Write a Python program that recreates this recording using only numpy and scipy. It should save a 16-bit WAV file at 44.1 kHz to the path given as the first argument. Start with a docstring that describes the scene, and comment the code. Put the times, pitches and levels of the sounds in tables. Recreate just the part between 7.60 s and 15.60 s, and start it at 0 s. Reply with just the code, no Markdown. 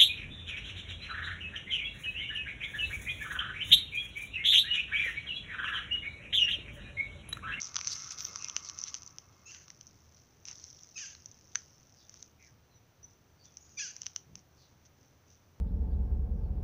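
"""A puppy walks through grass beside a path, close to the microphone, then stops and noses about.
Blades slip past each other in a fine rustle, stalks and dry leaves snap, and paws sweep the turf.
A soft whirr dies away as the walking ends. Three thin squeaks, each a buzz that slows in jumps,
fall into a rasp. Farther off, faint chirps sound over the low rumble and hiss of the open air."""
import sys
import numpy as np
from scipy import signal
from scipy.fft import rfft, irfft, next_fast_len
from scipy.io import wavfile
from scipy.ndimage import uniform_filter1d

SR = 44100
rng = np.random.default_rng(int(sys.argv[2]) if len(sys.argv) > 2 else 0)


def int16_out(signal):
    """Quantize to a 16-bit WAV file."""
    q = np.round(np.clip(np.atleast_2d(signal).T, -1, 1) * 32767)
    wavfile.write(sys.argv[1], SR, q.astype(np.int16))


N = 352824
TIME = np.arange(N) / SR

# a leg or the muzzle pushes through the blades: t/s at its height, length/s, level/dB
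BRUSHES = [(0.022, 0.11, -40.5), (0.195, 0.11, -46.5), (0.309, 0.17, -39), (0.43, 0.22, -45),
           (0.513, 0.038, -39.5), (0.595, .05, -39), (0.648, 0.094, -43), (0.783, 0.24, -48.5),
           (0.97, 0.11, -55), (1.049, 0.054, -46), (1.198, 0.091, -48), (1.281, 0.036, -40.5),
           (1.359, 0.042, -47), (1.488, 0.059, -57.5), (2.56, 0.13, -64), (2.883, 0.072, -48.5),
           (3.054, 0.13, -61), (3.974, 0.14, -58.5), (4.575, 0.19, -61), (4.845, 0.12, -61.5),
           (5.508, .08, -69.5), (5.856, 0.043, -58.5), (6.783, 0.039, -61.5), (7.014, 0.22, -70.5),
           (7.255, 0.029, -60), (7.428, 0.18, -71), (7.714, 0.11, -64.5)]
# how much the puppy stirs the grass between brushes: t/s, level/dB
GRASS_STIR = [(0, -56), (1.3, -54), (1.52, -66), (1.8, -69), (2.05, -64.5), (2.45, -69.5), (2.82, -72),
              (2.92, -53), (3.3, -60.5), (3.85, -64.5), (4.6, -67.5), (4.75, -86), (5.75, -85), (5.92, -67),
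              (6.48, -59), (6.66, -81), (8, -86)]
# a grass tick as heard through the microphone, which rings near 6 kHz: f/Hz, relative level/dB
TICK_AT_MIC = [(100, -64.5), (700, -31), (1200, -19.5), (1900, -19.5), (2700, -17.5), (3700, -18),
               (5000, -7.5), (6100, 7.5), (6700, -6.5), (7400, -22.5), (8400, -37), (11500, -52),
               (15000, -50.5), (16500, -68)]
# the whirr while the puppy walks: t/s, level/dB, centre f/Hz
WHIRR_COURSE = [(0, -63.5, 1166), (0.4, -60.5, 1333), (0.8, -61, 1177), (1.25, -65, 1170),
                (1.6, -73.5, 1110), (1.95, -75, 1140), (2.2, -82, 1160), (2.6, -100, 1220)]
# steady resonances in the whirr: f/Hz, width/Hz, relative level/dB
WHIRR_RINGS = [(1132, 25, -9), (1309, 40, -7), (2142, 30, -8), (2595, 90, -11)]
# spectrum of the open air at the microphone: f/Hz, relative level/dB
AIR_SPECTRUM = [(25, -12), (45, -15), (80, 1), (125, 0), (200, -8), (400, -12.5), (800, -16.5),
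                (2000, -22.5), (4300, -27.5), (5300, -27.5), (6050, -20), (7000, -34.5), (8200, -40),
                (12000, -39.5), (13500, -38.5), (15100, -24.5), (16000, -30.5)]
# stalks and dry leaves snapping close by: t/s, peak level/dB, extra body below about 4.5 kHz/dB,
# woody resonance f/Hz
SNAPS = [(0.0175, -21, -13, 3730), (0.044, -28.5, -6, 1770), (0.1444, -28, 0, 2170),
         (0.1575, -19, 5.5, 1290), (0.166, -13, 10, 1310), (0.1835, -29, 8, 3250),
         (0.1896, -25.5, 10, 1260), (0.2124, -21.5, 10, 2370), (0.2472, -25, 7, 2280),
         (0.2728, -16.5, 3, 4290), (0.279, -23, -6, 4110), (0.6058, -25.5, 3, 3540),
         (0.6515, -20, -4.5, 3450), (0.759, -21, 1.5, 1140), (0.824, -28.5, 0, 2140),
         (0.8453, -22, 0, 3420), (0.8846, -26.5, 2, 1130), (0.8977, -23.5, 8.5, 3290),
         (0.9653, -13.5, 8, 2900), (1.0885, -28.5, -3, 3840), (1.0977, -25, 2.5, 3000),
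         (1.1884, -26.5, -2, 2860), (1.2154, -26, -12, 1160), (1.2385, -20.5, -5, 3270),
         (1.3432, -21, 2, 3060), (1.3504, -27, 0, 2930), (1.421, -36.5, 1, 1250), (1.4325, -35, 0, 2840),
         (1.4633, -34, -16, 1230), (1.4762, -35, -10, 4290), (1.5845, -28, -1.5, 3220),
         (1.9472, -31, 10, 2820), (2.082, -37.5, 9, 1230), (2.1033, -32.5, 5, 2000),
         (2.211, -35.5, 1, 3100), (2.2691, -39, -17, 1040), (2.2758, -44, -11, 4290),
         (2.854, -32.5, 0, 2650), (2.8848, -27, 1, 2730), (2.913, -31.5, -3, 2450),
         (3.041, -31.5, -1, 4150), (3.1026, -39, -14, 4290), (3.234, -37, -18, 1570),
         (3.5507, -35.5, 11, 4200), (3.6592, -31.5, -8.5, 3500), (3.7146, -41, -9, 3930),
         (3.9562, -14, 9.5, 1500), (4.4952, -36.5, -1.5, 1490), (4.5418, -39.5, 1, 1420),
         (4.6269, -31, -7, 3730), (5.8553, -44.5, -6, 3400), (5.9706, -32.5, -6, 2380),
         (6.3654, -31, -1, 2070), (6.4183, -24.5, -4, 2880), (6.433, -35.5, 7, 2990), (6.46, -34, 1, 3850),
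         (6.466, -20, 2.5, 2960), (6.562, -20, 1.5, 2890), (6.7552, -31, 3, 2750)]
# paw strokes in grass and turf: t/s, length/s, centre f/Hz, width/Hz, level/dB
PAW_SWIPES = [(0.163, 0.048, 1090, 350, -57), (0.294, 0.083, 8900, 3500, -74),
              (0.3, 0.053, 4600, 1240, -42), (0.501, 0.045, 9500, 2500, -72),
              (0.556, 0.17, 14800, 1500, -66), (0.627, 0.15, 450, 298, -67.5), (1.03, 0.1, 4630, 1000, -58),
              (1.236, 0.08, 3370, 1180, -59.5), (2.84, 0.12, 2200, 2000, -63.5), (4.462, 0.18, 90, 80, -73),
              (6.619, 0.22, 124, 69.4, -61.5)]
# distant chirps: t/s, length/s, start f/Hz, end f/Hz, width/Hz, level/dB
FAR_CHIRPS = [(0.255, 0.23, 11000, 12400, 250, -84), (0.42, 0.19, 12000, 9900, 400, -88),
              (0.78, 0.12, 2750, 2430, 225, -58.5), (4.02, 0.21, 5700, 5320, 90, -77),
              (4.346, 0.11, 5200, 4700, 700, -70), (4.386, 0.082, 3760, 3450, 300, -73.5),
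              (4.773, 0.11, 2280, 2150, 300, -68), (4.852, 0.054, 2000, 1530, 200, -74.5),
              (5.085, 0.11, 4260, 3760, 250, -79.5), (5.135, 0.056, 5940, 5870, 70, -70.5),
              (5.426, 0.034, 5910, 6030, 129, -54), (5.775, 0.095, 4650, 4450, 250, -71),
              (5.84, 0.078, 3500, 3380, 150, -77), (5.99, 0.093, 6600, 6760, 120, -67.5),
              (6.058, 0.15, 6800, 6330, 150, -71.5), (6.952, 0.15, 4930, 3680, 900, -72)]
# squeaks: t/s, length/s, base f/Hz, opening bend/(octaves/s), base level/dB, roughness/(0-1),
# then t/s of three breaks, counted from the squeak's start
SQUEAKS = [(1.853, 0.2, 1315, 2, -52, 0.335, 0.06, .072, .112),
           (3.355, .19, 1336, -3, -43, 0.25, 0.026, 0.042, .101),
           (6.170, .155, 1242, -3, -38.5, 0.064, .022, .047, .105)]
# registers each squeak falls through: f/base f, resonance f/pitch, level step/dB, extra roughness/(0-1)
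SQUEAK_REGISTERS = [(0.98, 1.93, 0.5, 0.04), (.775, 2.6, 2, 0.05), (.56, 2.7, -1, 0),
                    (0.47, 4.9, -1.5, .25)]
# tone colour of the squeaks as heard through the microphone: f/Hz, relative level/dB
SQUEAK_SPECTRUM = [(500, -55), (1100, -38), (1550, -18), (2100, -22), (2750, -11), (3900, -23), (4850, -10),
                   (5350, -12), (6150, 1), (6650, -6), (7400, -28), (9000, -48), (12000, -60)]

BAND_EDGE_HZ = 15500


def amp(db):
    """Decibels to gain."""
    return 10 ** (np.asarray(db) / 20)


def unit(x):
    """Scales to rms 1."""
    return x / np.sqrt(np.mean(x ** 2) + 1e-20)


def level_out(x, size):
    """Holds the rms near 1 over a sliding window of size samples."""
    return x / np.sqrt(abs(uniform_filter1d(x ** 2, size)) + 1e-12)


def spectrum_db(points, hz):
    """Reads a spectrum on a log-frequency axis."""
    f, db = np.transpose(points)
    return np.interp(np.log(hz + 1), np.log(f), db)


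def add(mix, s, sound):
    """Mixes a sound in at time s."""
    part = mix[max(round(s * SR), 0):][:len(sound)]
    part += sound[:len(part)]


def drift(n, hz):
    """A smooth random curve of rms 1, with little movement faster than hz."""
    size = next_fast_len(n)
    smooth = np.exp(-(np.fft.rfftfreq(size, 1 / SR) / hz) ** 2)
    return unit(irfft(rfft(rng.standard_normal(N), size) * smooth, size)[:n])


def impulse_response(db):
    """Minimum-phase response with the given gains on an even frequency grid."""
    cepstrum = irfft(np.log(amp(db)))
    half = len(cepstrum) // 2
    cepstrum[1:half] *= 2
    cepstrum[half + 1:] = 0
    return irfft(np.exp(rfft(cepstrum)))


def resonate(x, hz, width):
    """A resonance of gain 1 that follows the curve hz."""
    carrier = np.exp(2j * np.pi * np.cumsum(hz * np.ones(len(x))) / SR)
    pole = np.exp(-np.pi * width / SR)
    return 2 * (carrier * signal.lfilter([1 - pole], [1, -pole], x / carrier)).real


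def noise_band(n, hz, width):
    """Noise of rms 1 in a steep resonance: a fuzzy tone when narrow."""
    x = rng.standard_normal(N)[:n]
    for _ in range(3):
        x = resonate(x, hz, 2 * width)
    return unit(x)


def grass_tick(body_db, wood_hz, ripple_db, wood_db=9, wood_width_hz=380):
    """One tick of grass: an uneven body with a woody resonance, under the microphone's bright ring."""
    hz = np.fft.rfftfreq(512, 1 / SR)
    ripple = unit(uniform_filter1d(uniform_filter1d(rng.standard_normal(len(hz)), size=7), size=5))
    body = np.interp(hz, [3800, 5500], [1, 0])
    wood = np.exp(-((hz - wood_hz) / wood_width_hz) ** 2)
    db = spectrum_db(TICK_AT_MIC, hz) + body_db * body + wood_db * wood + ripple_db * ripple
    return impulse_response(db)


def movement_db(rise_share=0.38, edge_drop_db=11):
    """Each brush of a leg or the muzzle swells and fades over the slow stirring of the grass."""
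    power = amp(np.interp(TIME, *np.transpose(GRASS_STIR))) ** 2
    for s, length, db in BRUSHES:
        from_peak = (TIME - s) / (length * np.where(TIME < s, rise_share, 1 - rise_share))
        near = abs(from_peak) < 2
        power[near] += amp(db - edge_drop_db * from_peak[near] ** 2) ** 2
    return 10 * np.log10(power)


def grass_rustle(base_ticks_per_s=1700, crowding=0.42, spread_db=5.0, trim_db=-1.5, colours=16):
    """Blades slip past each other near the microphone; livelier movement brings more small ticks."""
    db = movement_db()
    ticks_per_s = base_ticks_per_s * amp(crowding * (np.maximum(db, -65) + 45))  # base rate at -45 dB
    out = np.zeros(N)
    for wood_hz in np.linspace(2500, 5300, colours):
        sizes = amp(spread_db * np.minimum(rng.exponential(1, N), 3.2))
        slips = sizes * rng.choice([-1, 1], N) * (rng.random(N) < ticks_per_s / colours / SR)
        tick = grass_tick(body_db=1.1, wood_hz=wood_hz, ripple_db=5.0, wood_db=6.5, wood_width_hz=550)
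        out += signal.oaconvolve(slips, tick)[:N]
    return level_out(out, size=1300) * amp(db + trim_db)


def whirr(width_hz=240, wash_db=-6, wash_width_hz=1300):
    """A soft hollow whirr that sinks a little as it fades."""
    s, db, hz = np.transpose(WHIRR_COURSE)
    centre = np.interp(TIME, s, hz)
    tone = noise_band(N, centre, width_hz) + amp(wash_db) * noise_band(N, centre, wash_width_hz)
    tone += sum(amp(level) * noise_band(N, f, width) for f, width, level in WHIRR_RINGS)
    return tone * amp(np.interp(TIME, s, db))


def open_air(base_db=-64.5, split_hz=260, walk_db=6.5, settle_s=1.07, hum_hz=78.95, hum_db=-74):
    """A lumpy far rumble that settles as the walking ends, with a wavering hum and a smooth hiss."""
    hz = np.fft.rfftfreq(N, 1 / SR)
    noise = unit(irfft(rfft(rng.standard_normal(N)) * amp(spectrum_db(AIR_SPECTRUM, hz)), N))
    rumble = irfft(rfft(noise) / (1 + (hz / split_hz) ** 2), N)
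    hiss = noise - rumble
    swell_db = walk_db * np.exp(-TIME / settle_s) + 1.5 * drift(N, hz=9.8)
    hum = amp(hum_db) * noise_band(N, hum_hz, width=3)
    return amp(base_db) * (hiss + rumble * amp(swell_db)) + hum


def stalk_snaps(fibres=3, fibre_db=-24, spread_s=0.0051):
    """Close stalks break in about a millisecond; a few fibres give way just before and after."""
    out = np.zeros(N)
    for s, db, body_db, wood_hz in SNAPS:
        tick = grass_tick(body_db, wood_hz, ripple_db=2.5)
        tick = amp(db) * tick / abs(tick).max()
        add(out, s, tick)
        for lag, size in rng.standard_normal((fibres, 2)):
            add(out, s + spread_s * lag, amp(fibre_db) * size * tick)
    return out


def paw_swipes(grain_db=3.1):
    """A paw sweeps the grass or presses the turf: a short grainy swell of noise, fizzy or dull."""
    out = np.zeros(N)
    for s, length, hz, width, db in PAW_SWIPES:
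        n = int(length * SR)
        grainy = noise_band(n, hz, width) * amp(grain_db * drift(n, hz=400))
        add(out, s, amp(db) * unit(grainy * np.hanning(n)))
    return out


def far_chirps():
    """Faint gliding chirps, blurred by distance."""
    out = np.zeros(N)
    for s, length, start_hz, end_hz, width, db in FAR_CHIRPS:
        n = int(length * SR)
        glide = noise_band(n, np.linspace(start_hz, end_hz, n), width)
        add(out, s, amp(db) * unit(glide * signal.windows.tukey(n, 0.7)))
    return out


def squeak_course(t, length, base_hz, bend, base_db, roughness, *breaks,
                  sag_octaves_per_s=5.5, attack_s=0.013, release_s=0.014, roughen_s=0.025):
    """Pitch, level, roughness and resonance of a thin squeal that breaks to ever lower registers."""
    register = np.searchsorted(np.sort(breaks), t)
    steps = np.transpose(SQUEAK_REGISTERS)[:, register]
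    share, overtone, step_db, extra_rough = uniform_filter1d(steps, size=130, axis=1)
    hz = base_hz * share * 2 ** (np.where(register == 0, bend, -sag_octaves_per_s) * t)
    gate = np.clip(np.minimum(t / attack_s, (length - t) / release_s), 1e-3, 1)
    fade_db = np.interp(t / length, [0.4, 1], [0, -11.5])
    db = base_db + step_db + 20 * np.log10(gate) + fade_db
    rasp = 0.33 * sum(np.exp(-((t - s) / 0.0048) ** 2) for s in breaks)  # a few ms around each break
    rough = (roughness + extra_rough) * np.minimum(t / roughen_s, 1) + rasp
    return hz, db, np.clip(rough, 0, 1), hz * overtone


def squeaks(jitter=0.0596, resonance_db=7.0, width_hz=300, shimmer_db=3, flutter_db=3):
    """A buzz slows down in jumps and rings a gliding resonance; its overtones flutter one by one."""
    out = np.zeros(N)
    colour = impulse_response(spectrum_db(SQUEAK_SPECTRUM, np.fft.rfftfreq(1024, 1 / SR)))
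    orders = np.arange(1, 33)[:, None]
    for s, length, *manner in SQUEAKS:
        t = np.arange(0, length, 1 / SR)
        n = len(t)
        hz, db, rough, resonance_hz = squeak_course(t, length, *manner)
        cycles = np.cumsum(hz * (1 + jitter * rough * drift(n, hz=300))) / SR  # rough stretches waver
        flutter, sway = (drift(len(orders) * n, hz=37).reshape(-1, n) for _ in range(2))
        partials = amp(flutter_db * flutter) * np.cos(2 * np.pi * orders * cycles + sway / 2)
        buzz = (partials * (orders * hz < BAND_EDGE_HZ)).sum(0)
        puffs = np.exp(-2 * (cycles % 1)) * rng.standard_normal(N)[:n]  # one puff of noise a cycle
        drive = (1 - rough) * unit(buzz) + rough * unit(puffs)
        ringing = drive + amp(resonance_db) * resonate(drive, resonance_hz, width_hz)
        squeak = level_out(signal.oaconvolve(ringing, colour)[:n], size=400)
        add(out, s, squeak * amp(db + shimmer_db * rough * drift(n, hz=250)))
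    return out


def scatter(x, wet_db, t60):
    """Ground, bushes and a tree throw a weak diffuse tail back to the microphone."""
    t = np.arange(SR // 2) / SR
    tail = rng.standard_normal(len(t)) * np.exp(-np.log(1000) * t / t60) * (t > 0.003)
    return x + amp(wet_db) * signal.oaconvolve(x, tail / np.linalg.norm(tail))[:N]


def scene():
    """One microphone by the path: grass close up, squeaks and chirps around it, open air behind."""
    grass = scatter(stalk_snaps(), wet_db=-17.0, t60=0.23)
    grass += scatter(grass_rustle(), wet_db=-9.0, t60=0.12)
    grass += paw_swipes()
    calls = scatter(squeaks(), wet_db=-9.5, t60=0.45)
    calls += scatter(far_chirps(), wet_db=-7.0, t60=0.39)
    return (grass + calls + whirr() + open_air())[None]


def record(dry):
    """The recorder's band limit cuts the highest treble."""
    lowpass = signal.firwin(511, BAND_EDGE_HZ, window=("kaiser", 9), fs=SR)
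    return signal.oaconvolve(dry, lowpass[None], "same")


dry = scene()
out = record(dry)
int16_out(out)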